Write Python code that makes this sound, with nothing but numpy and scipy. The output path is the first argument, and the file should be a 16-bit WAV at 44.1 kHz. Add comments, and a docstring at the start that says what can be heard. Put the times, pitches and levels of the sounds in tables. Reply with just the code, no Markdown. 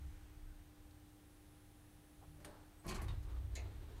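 """Elevator stops, doors open.

Inside the cabin a fan rushes, the drive hums and whines faintly, the car rumbles in its low modes.
The brake sets with a sharp click that rings the shaft. The door coupler takes hold in a cluster
of clacks on the steel panel. The doors roll open with a low rumble, tripping a ringing catch."""
import sys
import numpy as np
from scipy.fft import rfft, irfft, next_fast_len
from scipy.io import wavfile
from scipy.ndimage import uniform_filter1d, map_coordinates

SR = 44100
rng = np.random.default_rng(int(sys.argv[2]) if len(sys.argv) > 2 else 0)


def inscribe(sig):
    """Save sig as 16-bit PCM at rate SR to the path in sys.argv[1].

    A 1-D sig is mono; a 2-D sig holds one channel per row.
    Samples are clipped to [-1, 1] before scaling.
    """
    pcm = np.round(np.clip(np.atleast_2d(sig).T, -1, 1) * 32767)
    wavfile.write(sys.argv[1], SR, pcm.astype(np.int16))


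N = 176400

# Door gear blows. Each row: start, rise, top-band T60 in seconds, then level in dB per clack band.
CLACKS = [(2.4, 0.0035, 0.22, -66, -71, -82, -75, -78), (2.834, 0.025, 0.11, -51, -59.5, -72, -70.5, -85),
          (2.863, 0.0046, .09, -47.5, -64, -67, -67, -60), (2.875, 0.0088, 0.11, -52, -58, -59, -54, -68),
          (2.889, 0.0018, 0.12, -47, -61, -52, -51, -56.5), (2.907, .004, 0.13, -51, -51.5, -57, -57, -67),
          (2.921, 0.0026, 0.13, -47.5, -61, -56.5, -75, -80),
          (2.943, 0.0041, 0.13, -61, -61, -61, -54.5, -61.5),
          (2.955, 0.0026, 0.12, -55, -52.5, -58.5, -60, -76), (2.978, 0.012, 0.22, -61, -54, -66, -89, -90),
          (3.016, 0.0018, 0.11, -53, -57, -66, -62, -58), (3.041, .002, .06, -71, -64, -73, -70, -68),
          (3.079, 0.0055, 0.11, -66, -58, -62.5, -66, -74), (3.095, 0.011, 0.12, -69, -62.5, -65, -80, -85),
          (3.2256, .003, .13, -80, -76, -81, -73, -75)]
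# Clack band centres in Hz, low to high.
CLACK_BANDS_HZ = [350, 1300, 3300, 7000, 11500]
# Steel door panel. Each row: centre in Hz, width in Hz, boost or cut in dB.
PANEL_RESONANCES = [(195, 78, 5), (270, 38, -14), (353, 28, 7.5), (456, 120, -8), (780, 37, 2.5),
                    (1090, 110, 7), (1250, 81, -5.5), (1850, 78, 3.5), (2300, 280, 4), (3020, 100, 6),
                    (3630, 320, -1), (4160, 90, 7), (4520, 250, 5.5), (7100, 700, -3)]
# Panel mode frequencies in Hz.
PANEL_MODES_HZ = [203, 372, 782, 1055, 1141, 2285, 2518, 4383, 4587]
# Decay of those modes. Each row: level in dB, T60 in seconds.
PANEL_DECAYS = [(-55, .3), (-52.5, 0.79), (-66, 0.46), (-50.5, 0.21), (-56, 0.2), (-62, 0.51), (-60, 0.5),
                (-59, 0.13), (-61, 0.16)]
# Door roller and shaft modes. Each row: frequency in Hz, level in dB, T60 in seconds.
ROLLER_RING_MODES = [(3050, -68, .17), (3670, -56, 0.11), (3800, -60, 0.13)]
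SHAFT_MODES = [(304, -56.5, 0.54), (397.6, -67, 0.79), (592, -56, 0.32), (843, -68, 1), (1093, -80, 0.44)]
# Catch resonances. Each row: centre and width in Hz, level in dB, rise and T60 in seconds.
CATCH_BANDS = [(576, 460, -57.5, 0.026, 0.47), (1760, 44, -62, 0.0054, 0.24), (2110, 200, -57, 0.015, 0.29),
               (2610, 220, -60, 0.038, 0.15), (3420, 1100, -61.5, 0.003, .2),
               (4080, 370, -58.5, 0.0036, 0.25), (4700, 250, -64, .004, 0.2), (5900, 1100, -62, .002, 0.22),
               (6630, 440, -54.5, 0.0016, 0.18), (7300, 500, -55, .002, 0.081),
               (9300, 720, -62.5, .002, 0.14), (11800, 1800, -65, .002, .1)]
# Brake click with rebounds; relay ticks. Each row: start in seconds, level in dB.
BRAKE_HITS = [(2.447, -47.5), (2.4497, -60), (2.453, -56), (2.4605, -62)]
RELAY_TICKS = [(.8041, -78), (.9098, -69)]
# Low cabin modes. Each row: peak time and length in seconds, frequency in Hz, peak rms level in dB.
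BOOMS = [(0.045, 0.086, 67, -44.5), (0.492, 0.28, 31, -54.5), (2.348, .25, 151.3, -65.5),
         (3.094, 0.12, 95, -46), (3.369, 0.11, 62, -40), (3.456, 0.19, 95, -48),
         (3.556, 0.24, 61.97, -47.5), (3.678, 0.1, 93.87, -47.5)]
# Sliding contacts. Each row: peak time and length in seconds, centre and width in Hz, level in dB.
RUBS = [(0.197, 0.15, 1580, 200, -80), (.55, 0.2, 1530, 150, -79.5), (.15, .8, 1460, 2600, -75),
        (.15, 0.28, 6600, 2490, -81.5), (2.233, 0.039, 650, 496, -62.5), (2.415, 0.1, 595, 40, -70),
        (2.802, 0.036, 8300, 347, -74), (3.316, .14, 1080, 400, -68.5), (3.977, 0.032, 6800, 400, -76)]
# Fan hiss. Each row: centre in Hz, width in Hz, level in dB.
HISS_BANDS = [(8490, 290, -85.5), (13100, 1400, -85.5)]
# Mains harmonic numbers, and their rms levels in dB before the brake sets.
HUM_ORDERS = [2, 4, 6, 10, 16]
HUM_DB = [-72, -85.5, -69, -87, -83]

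# Noise spectra. Each row: frequency in Hz, relative density in dB.
PANEL_SPECTRUM = [(60, -10), (160, 2), (450, -3), (1000, -4), (2400, -6.5), (3500, -11), (5500, -14),
                  (9500, -15), (11500, -16), (12400, -23), (14400, -26), (15500, -38)]
BRAKE_SPECTRUM = [(350, -28), (800, -10), (1400, -2), (2400, -6), (3200, -5.5), (4100, -6.5), (5000, -11),
                  (6000, -12), (7000, -9), (7600, -14), (8800, -2.5), (9500, -2.5), (10600, -15),
                  (13000, -16), (15500, -28)]
SHAFT_SPECTRUM = [(100, 0.5), (300, -3.5), (600, -3.5), (1000, -6.5), (1700, -10), (2300, -21), (4500, -22),
                  (9000, -45)]
TRACK_SPECTRUM = [(100, -17), (200, -3), (380, 4), (470, -3), (640, -5.5), (900, -8), (1100, -10.5),
                  (1700, -12.5), (2600, -18), (3800, -16), (5200, -26), (7000, -29.5), (15000, -45)]
CAR_SPECTRUM = [(14, -35.5), (28, 8.5), (45, -4.5), (66, 2.5), (95, -4), (125, -16), (155, -12), (190, -32),
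                (400, -75)]
DOOR_SPECTRUM = [(16, -30), (26, -9), (36, 3.5), (48, -5), (63, 2.5), (78, -7.5), (94, -4), (112, -11.5),
                 (140, -17), (180, -29), (260, -44), (500, -73)]
FAN_SPECTRUM = [(12, -30), (25, -1), (100, -2), (150, -7), (200, -12), (260, -14), (360, -12), (420, -16),
                (480, -19), (700, -18.5), (1100, -22), (1800, -23), (2300, -26), (3700, -27), (4900, -31),
                (6200, -30), (7400, -32), (9400, -31), (10800, -33), (13000, -31.5), (15700, -34)]

# Level curves. Each row: time in seconds, relative level in dB.
ROLLER_LEVELS = [(2.75, -120), (2.95, -61.5), (3.14, -61), (3.22, -71.5), (3.29, -64), (3.48, -68),
                 (3.66, -62.5), (3.85, -65), (3.97, -64), (4, -69)]
RUMBLE_LEVELS = [(0, -48.5), (.15, -49), (.32, -55), (.4, -54), (.55, -52.5), (.75, -61.5), (.94, -56.5),
                 (1.02, -66), (2.17, -64), (2.29, -53.5), (2.45, -61), (2.82, -63), (2.9, -48),
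                 (3.0, -45.5), (3.1, -42.5), (3.3, -48.5), (3.7, -50), (4, -53)]
WHINE_LEVELS = [(0, -89), (.45, -91), (1.2, -87), (1.3, -81.5), (2.38, -81.5), (2.48, -93), (2.7, -86),
                (3.2, -87), (3.5, -99), (3.9, -89)]

BRAKE_S = BRAKE_HITS[0][0]
TIME_S = np.arange(N) / SR
BINS_HZ = np.fft.rfftfreq(N, 1 / SR)


def amp(db):
    """Decibels to gain."""
    return 10 ** (np.asarray(db) / 20)


def over_bins(points):
    """(Hz, value) points joined on a log frequency axis."""
    hz, values = np.transpose(points)
    return np.interp(np.log(BINS_HZ + 1), np.log(hz + 1), values)


def over_time(points):
    """(s, value) points joined by lines."""
    return np.interp(TIME_S, *np.transpose(points))


def wobble(rate_hz):
    """Smooth random curve."""
    return map_coordinates(rng.standard_normal(400), [TIME_S * rate_hz], mode="mirror")


def noise(bin_gains):
    """Shaped noise, rms 1."""
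    phases = np.exp(2j * np.pi * rng.random(len(BINS_HZ)))
    x = irfft(phases * bin_gains, N)
    return x / np.sqrt(np.mean(x ** 2) + 1e-30)


def coloured(spectrum):
    """Noise with a (Hz, dB) spectrum, rms 1."""
    return noise(amp(over_bins(spectrum)))


def bell(centre_hz, width_hz):
    """Resonance curve, peak 1."""
    return 1 / (1 + ((BINS_HZ - centre_hz) / (0.75 * width_hz)) ** 2)


def steadied(x, span_s):
    """Noise with its chance swells evened out."""
    power = uniform_filter1d(x ** 2, max(int(span_s * SR), 2))
    return x / np.sqrt(np.abs(power) + 1e-9)


def strike(start_s, rise_s, t60_s):
    """Blow envelope: linear rise, exponential decay."""
    age_s = TIME_S - start_s
    return np.clip(age_s / rise_s, 0, 1) * amp(-60 * np.clip((age_s - rise_s) / t60_s, 0, 3))


def ringing(modes, start_s, rise_s, waver_rad):
    """Slightly unsteady modes struck together."""
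    out = np.zeros(N)
    for hz, db, t60_s in modes:
        phase = 2 * np.pi * (hz * TIME_S + rng.random()) + waver_rad * wobble(30)
        out += amp(db) * strike(start_s, rise_s, t60_s) * np.sin(phase)
    return out


def door_clacks(decay_exponent=0.19):
    """Every blow of the door gear rings the same panel; treble dies first."""
    resonances_db = sum(db * bell(hz, width_hz) for hz, width_hz, db in PANEL_RESONANCES)
    panel = amp(over_bins(PANEL_SPECTRUM) + resonances_db)
    out = np.zeros(N)
    for band, centre_hz in enumerate(CLACK_BANDS_HZ):
        share = over_bins([(hz, hz == centre_hz) for hz in CLACK_BANDS_HZ])
        stretch = (CLACK_BANDS_HZ[-1] / centre_hz) ** decay_exponent
        power = sum((amp(levels_db[band]) * strike(start_s, rise_s, t60_s * stretch)) ** 2
                    for start_s, rise_s, t60_s, *levels_db in CLACKS)
        out += np.sqrt(power) * steadied(noise(panel * share), span_s=0.027)
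    return out


def door_ring():
    """Panel and a door roller ring on after their blows."""
    panel_modes = [(hz, db, t60_s) for hz, (db, t60_s) in zip(PANEL_MODES_HZ, PANEL_DECAYS)]
    panel = ringing(panel_modes, start_s=2.868, rise_s=0.035, waver_rad=0.25)
    roller = ringing(ROLLER_RING_MODES, start_s=3.082, rise_s=0.0078, waver_rad=0.4)
    return panel + roller


def door_catch(start_s=3.552):
    """The catch snaps brightly; its lower resonances build up later."""
    return sum(amp(db) * strike(start_s, rise_s, t60_s) * steadied(noise(bell(hz, width_hz)), 0.025)
               for hz, width_hz, db, rise_s, t60_s in CATCH_BANDS)


def brake():
    """Dry click with quick rebounds; shaft and cabin walls answer with a duller ring."""
    click = sum(amp(db) * strike(start_s, rise_s=0.0006, t60_s=0.024) * coloured(BRAKE_SPECTRUM)
                for start_s, db in BRAKE_HITS)
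    tail = amp(-60.5) * strike(BRAKE_S, rise_s=0.0062, t60_s=0.2) * coloured(BRAKE_SPECTRUM)
    shaft = amp(-58) * strike(BRAKE_S, rise_s=0.013, t60_s=1.0) * coloured(SHAFT_SPECTRUM)
    ring = ringing(SHAFT_MODES, BRAKE_S, rise_s=0.028, waver_rad=0.24)
    return click + tail + shaft + ring


def rollers(uneven_db=1.5):
    """Rollers run unevenly along the door track."""
    return amp(over_time(ROLLER_LEVELS) + uneven_db * wobble(35)) * coloured(TRACK_SPECTRUM)


def rumble(doors_start_s=2.85):
    """The car settles; later the rolling doors shake the cabin."""
    car = amp(-4.5) * steadied(coloured(CAR_SPECTRUM), span_s=0.082)
    doors = amp(0.9) * steadied(coloured(DOOR_SPECTRUM), span_s=0.092)
    return amp(over_time(RUMBLE_LEVELS)) * np.where(TIME_S < doors_start_s, car, doors)


def booms():
    """Low cabin modes swell and fade, shaken by car and doors."""
    out = np.zeros(N)
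    for peak_s, length_s, hz, db in BOOMS:
        swell = np.exp(-(2 * (TIME_S - peak_s) / length_s) ** 2)
        out += np.sqrt(2) * amp(db) * swell * np.sin(2 * np.pi * (hz * TIME_S + rng.random()))
    return out


def rubs():
    """Guide shoes and door gear slide faintly, one resonance per rub."""
    return sum(amp(db) * np.exp(-(2 * (TIME_S - peak_s) / length_s) ** 2) * noise(bell(hz, width_hz))
               for peak_s, length_s, hz, width_hz, db in RUBS)


def relays():
    """Small relays tick behind the wall."""
    envelope = sum(amp(db) * strike(start_s, rise_s=0.0009, t60_s=0.032) for start_s, db in RELAY_TICKS)
    return envelope * noise(bell(centre_hz=4300, width_hz=3000))


def fan(rush_db=-65):
    """Steady rush of air with bands of stronger hiss."""
    rush = amp(rush_db) * coloured(FAN_SPECTRUM)
    return rush + sum(amp(db) * noise(bell(hz, width_hz)) for hz, width_hz, db in HISS_BANDS)


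def mains_hum(mains_hz=50.05, drop_db=1, drop_s=0.11):
    """Even mains harmonics; they ease once the brake has set."""
    eased_db = drop_db * np.clip((TIME_S - BRAKE_S) / drop_s, 0, 1)
    out = np.zeros(N)
    for order, db in zip(HUM_ORDERS, HUM_DB):
        rms = amp(db - eased_db + 0.5 * wobble(2.4))
        out += np.sqrt(2) * rms * np.sin(2 * np.pi * order * mains_hz * TIME_S + 0.13 * wobble(4))
    return out


def drive_whine(hz=10008):
    """Thin, wavering tone of the drive."""
    rms = amp(over_time(WHINE_LEVELS) + 1.5 * wobble(16))
    return np.sqrt(2) * rms * np.sin(2 * np.pi * hz * TIME_S + 0.4 * wobble(25))


def scene():
    """All sources at one spot in the cabin, mono."""
    background = fan() + mains_hum() + drive_whine()
    motion = rumble() + booms() + rollers() + rubs()
    impacts = brake() + door_clacks() + door_ring() + relays() + door_catch()
    return (background + motion + impacts)[None]


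def record(dry):
    """Brick-wall low-pass."""
    cutoff_hz = 15780
    n_fft = next_fast_len(N + SR // 2)
    passband = np.fft.rfftfreq(n_fft, 1 / SR) < cutoff_hz
    return irfft(rfft(dry, n_fft) * passband, n_fft)[..., :N]


dry = scene()
out = record(dry)
inscribe(out)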